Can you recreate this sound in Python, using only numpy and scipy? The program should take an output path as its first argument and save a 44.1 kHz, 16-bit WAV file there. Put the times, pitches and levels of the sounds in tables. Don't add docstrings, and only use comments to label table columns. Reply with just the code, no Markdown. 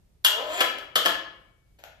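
import sys
import numpy as np
from scipy import signal
from scipy.fft import rfft, irfft
from scipy.io import wavfile
from scipy.ndimage import uniform_filter1d, map_coordinates

SR = 44100
rng = np.random.default_rng(int(sys.argv[2]) if len(sys.argv) > 2 else 0)


def to_wav(s):
    ch = np.atleast_2d(s).T
    pcm = np.round(np.clip(ch, -1, 1) * 32767)
    wavfile.write(sys.argv[1], SR, pcm.astype(np.int16))


def makeup_ratio(level_db):
    decades = np.asarray(level_db, float) / 20
    return 10 ** decades


N = 88200
MODE_SCATTER_DB = 2


def on_log(table, hz):
    table = np.array(table)
    return np.interp(np.log(hz + 1), np.log(table[:, 0]), table[:, 1])


def colour(x, table, share=1):
    n = x.shape[-1]
    hz = np.arange(n // 2 + 1) * SR / n
    return irfft(rfft(x) * makeup_ratio(share * on_log(table, hz)), n)


def unit(x):
    return x / np.sqrt(np.sum(x ** 2))


def add(out, at_s, x):
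    i = int(at_s * SR)
    out[i:i + len(x)] += x[:N - i]


def decay(t, t60_s):
    return np.exp(-np.log(1000) * t / t60_s)


def ring(modes):
    detune, longest_ring_s = 0.012, 0.04
    t = np.arange(SR // 4) / SR
    out = np.zeros(len(t))
    for hz, db, t60_s in modes:
        for level, shift, sign in rng.standard_normal((3, 3)):
            tone = np.sin(2 * np.pi * hz * (1 + detune * shift) * t) * np.sign(sign)
            out += makeup_ratio(db + MODE_SCATTER_DB * level) * decay(t, min(t60_s, longest_ring_s)) * tone
    return unit(out)


def crack(table):
    x = np.zeros(1024)
    x[64] = 1
    return unit(colour(x, table))


def contacts(rate_hz, scatter_db, size):
    hits = rng.random(size) < rate_hz / SR
    x = hits * makeup_ratio(scatter_db * rng.standard_normal(size)) * np.sign(rng.standard_normal(size))
    x[0] = makeup_ratio(scatter_db)
    return unit(x) * np.sqrt(size)


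def chatter(shape):
    size = len(shape)
    tones = rfft(contacts(5000, 4, size) * shape)
    power = uniform_filter1d(abs(tones) ** 2, size=size // 400)
    x = irfft(tones / np.sqrt(power + 1e-9))
    return unit(x * shape ** 0.25)


# start in seconds, housing, rail and crack levels in dB, chatter length in seconds.
CLACKS = [
    (0.2417, -45.5, -56, -72, 0.0019),
    (0.2464, -18, -33, -24, 0.025),
    (0.605, -25, -25, -37.5, .018),
    (0.7827, -47.5, -46, -69.5, 0.0067),
    (0.9549, -21, -27.5, -37.5, .016),
    (1.051, -37, -33.5, -49.5, 0.0045),
    (1.0582, -25.5, -23.5, -50.5, 0.0081),
]
# frequency in Hz, level in dB, T60 in seconds.
HOUSING = [(2350, -15.5, 0.13), (2690, -10, .05), (2827, 3, 0.24), (2900, 8, 0.027), (2995, 8.5, 0.16),
           (3192, 7, .08), (3300, 4.5, 0.033), (3335, 1, 0.033), (3410, -1, 0.1), (4095, -19, 0.067),
           (4616, -24.5, 0.017), (7456, -19, 0.046)]
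RAIL = [(335, -5.5, 0.027), (429, -9, 0.045), (521, 1, 0.14), (637.5, -1.5, .1), (644, 6.5, 0.033),
        (781, -20.5, 0.24), (920, 2, 0.027), (1040, 0.5, 0.072), (1234, -6, 0.16), (1297, 7.5, 0.028),
        (1402, -0.5, 0.063), (1545, -3.5, 0.065), (1723, -0.5, .05)]
# frequency in Hz, level in dB.
CRACK = [(2500, -45.5), (4000, 9), (5500, 8.5), (7200, 12.5), (9000, -4), (12000, 2.5), (15000, 8.5)]
COVERS = [(200, -37), (450, -17), (900, -19.5), (1600, 9), (2100, 7), (3100, 7), (4500, -3.5), (7000, -47)]


def clacks():
    first_blow, first_blow_s, rise_s, covers_db = 1.5, 0.003, 0.0006, 2
    out, t = np.zeros(N), np.arange(2048) / SR
    first = 1 + first_blow * np.exp(-t / first_blow_s)
    rise = 1 - np.exp(-t / rise_s)
    for start_s, housing_db, rail_db, crack_db, length_s in CLACKS:
        push = chatter(first * np.exp(-(t / length_s) ** 4) * rise)
        body = makeup_ratio(housing_db) * ring(HOUSING) + makeup_ratio(rail_db) * ring(RAIL)
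        cover_level = makeup_ratio((rail_db + housing_db) / 2 + covers_db)
        tick = makeup_ratio(crack_db) * crack(CRACK) + cover_level * crack(COVERS)
        body[:960] += tick[64:]
        add(out, start_s, 30 * signal.fftconvolve(push, body))
    return out


# time in seconds, level in dB.
EFFORT = [
    (0.258, -44.5),
    (0.331, -44.5),
    (0.398, -34.5),
    (0.448, -43),
    (0.522, -39),
    (.57, -39),
    (0.597, -35),
    (.612, -24.5),
]
# time in seconds, tooth mesh rate in Hz.
MESH = [
    (0.33, 202.9),
    (0.38, 226.3),
    (0.424, 294.4),
    (0.52, 312.5),
    (0.548, 362.5),
    (0.588, 381.4),
    (0.61, 397),
]
# frequency in Hz, level in dB.
GEARBOX = [(200, -31), (330, -8), (550, 10), (950, -3), (1300, -13), (2500, -44)]


def motor():
    mesh_jitter, brighten_db_per_s = 0.02, 62
    rail_db, mesh_db, housing_db, crack_db, covers_db = -3.5, -0.5, -4.5, -5.5, 2.5
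    t, effort = np.arange(N) / SR, np.array(EFFORT)
    stop_s = effort[-1, 0]
    on = (t > effort[0, 0]) & (t < stop_s)
    load = on * makeup_ratio(np.interp(t, *effort.T))
    wobble = uniform_filter1d(rng.standard_normal(N), size=400) * 20
    mesh_hz = np.interp(t, *np.array(MESH).T) * (1 + mesh_jitter * wobble)
    mesh = np.diff(np.floor(np.cumsum(mesh_hz) / SR), prepend=0)
    teeth = load * contacts(3000, 4, N)
    fast = teeth * makeup_ratio(brighten_db_per_s * np.minimum(t - stop_s, 0))
    sheet = makeup_ratio(crack_db) * crack(CRACK) + makeup_ratio(covers_db) * crack(COVERS)
    grind = makeup_ratio(rail_db) * signal.fftconvolve(teeth, ring(RAIL))[:N]
    grind += makeup_ratio(mesh_db) * signal.fftconvolve(load * mesh / mesh.std(), crack(GEARBOX))[:N]
    grind += makeup_ratio(housing_db) * signal.fftconvolve(fast, ring(HOUSING))[:N]
    grind += signal.fftconvolve(fast, sheet)[:N]
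    return grind + on * squeal(t)


def squeal(t):
    squeal_hz, band_hz, peak_s, width_s, level_db = 7250, 90, 0.555, 0.025, -39
    rub = signal.lfilter(*signal.iirpeak(squeal_hz, squeal_hz / band_hz, SR), rng.standard_normal(N))
    swell = 1 / (1 + ((t - peak_s) / width_s) ** 2)
    return makeup_ratio(level_db) * swell * rub / rub.std()


# start in seconds, level in dB.
SWAYS = [
    (0.964, -56),
    (1.066, -53.5),
]
# frequency in Hz, level in dB, T60 in seconds.
BEAM = [(193.8, 6, 0.31), (620, -9, 1.1), (1360, -22.5, 1.5), (2245, -9, 1.6)]


def sway():
    out, t = np.zeros(N), np.arange(SR) / SR
    notes = sum(makeup_ratio(db) * np.sin(2 * np.pi * hz * t) * decay(t, t60_s) for hz, db, t60_s in BEAM)
    for start_s, db in SWAYS:
        add(out, start_s, makeup_ratio(db) * notes)
    return out


# start in seconds, level in dB, contact length in seconds, crack level in dB.
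KNOCKS = [
    (1.786, -61.5, 0.018, -2.5),
    (1.8373, -46, 0.00099, -8),
]
# frequency in Hz, level in dB, T60 in seconds.
PLASTIC = [(571, -7, 0.039), (677, -5, 0.023), (786, 0.5, 0.013), (887, -2, 0.0044), (1027, -8.5, 0.036),
           (1460, -3.5, 0.021)]


def handsets():
    out, t = np.zeros(N), np.arange(4096) / SR
    for start_s, db, length_s, crack_db in KNOCKS:
        body = ring(PLASTIC)
        body[:1024] += makeup_ratio(crack_db) * (crack(COVERS) + makeup_ratio(-1.5) * crack(CRACK))
        push = chatter(np.exp(-(t / length_s) ** 2))
        add(out, start_s, 30 * makeup_ratio(db) * signal.fftconvolve(push, body))
    return out


# frequency in Hz, T60 in seconds.
ROOM_T60 = [(150, .8), (400, 0.64), (1000, 0.63), (2700, 0.6), (7000, 0.35), (13000, 0.13)]
# frequency in Hz, correlation from -1 to 1.
ROOM_LIKENESS = [(100, 0.99), (300, 0.63), (700, 0.6), (1500, .1), (3000, -0.023), (8000, 0.52)]


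def room():
    build_s, length_s = 0.004, 0.9
    t, hz = np.arange(SR) / SR, np.arange(SR // 2 + 1)
    noise, out = rfft(rng.standard_normal((2, SR))), 0
    like = np.clip(on_log(ROOM_LIKENESS, hz), -0.99, 0.99)
    mid, side = noise[0] * np.sqrt(1 + like), noise[1] * np.sqrt(1 - like)
    pair = np.array([mid + side, mid - side])
    for centre_hz in 62.5 * 2.0 ** np.arange(9):
        band = np.clip(1 - abs(np.log2((hz + 1) / centre_hz)), 0, 1)
        out = out + irfft(pair * band, SR) * decay(t, on_log(ROOM_T60, centre_hz))
    power = abs(rfft(out.sum(axis=0))) ** 2
    even = np.sqrt(uniform_filter1d(power, size=600) / uniform_filter1d(power, size=50))
    out = irfft(rfft(out) * even, SR) * (t < length_s)
    return unit(out * (1 - np.exp(-(t / build_s) ** 2))) * np.sqrt(2)


# frequency in Hz, level in dB per Hz.
AIR = [(15, -35), (25, -5.5), (60, -1.5), (151, -11), (278, -24), (425, -24), (460, -25), (1100, -37.5),
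       (14000, -45)]


def air():
    level_db, swell_db, alike_below_hz, bass_side_db = -62.5, 1, 350, -15
    mid, side = colour(rng.standard_normal((2, N)), AIR)
    bass = signal.lfilter(*signal.butter(1, alike_below_hz, fs=SR), side)
    side = side - (1 - makeup_ratio(bass_side_db)) * bass
    steps = np.repeat(rng.standard_normal(N // 4096 + 1), 4096)
    swell = uniform_filter1d(steps, 4096)[:N]
    return makeup_ratio(level_db + swell_db * swell) * np.array([mid + side, mid - side]) / mid.std()


# frequency in Hz, gain in dB.
MIC = [(9500, 0.5), (10800, 1.5), (12000, 15), (13300, 0.5), (14200, -2.5)]
# frequency in Hz, left over right in dB.
PORTS = [(100, 1.5), (300, 1.5), (600, 2), (1200, 7), (2500, 7.5), (4500, 2), (8000, -5.5), (13000, -5)]
# frequency in Hz, gain in dB.
TOP = [(14250, 0), (14750, -30), (15700, -40)]


def scene():
    radiates_above_hz, left_lag_s, hoist_room_db, hand_room_db = 290, 0.000205, -2.5, 0
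    small = signal.butter(4, radiates_above_hz, "high", fs=SR, output="sos")
    hoist, hand = signal.sosfilt(small, [clacks() + motor(), handsets()])
    hoist = hoist + sway()
    direct = hoist + hand
    late = map_coordinates(direct, [np.arange(N) - left_lag_s * SR], mode="nearest")
    to_room = makeup_ratio(hoist_room_db) * hoist + makeup_ratio(hand_room_db) * hand
    wet = signal.fftconvolve(to_room[None], room())[:, :N]
    left, right = colour(np.array([late, direct]) + wet, MIC)
    ports = np.array([colour(left, PORTS, share=0.5), colour(right, PORTS, share=-0.5)])
    return colour(ports + air(), TOP)


def roll_off(x):
    return signal.sosfilt(signal.butter(12, 15820, fs=SR, output="sos"), x)


def record(dry):
    return roll_off(dry)


dry = scene()
out = record(dry)
to_wav(out)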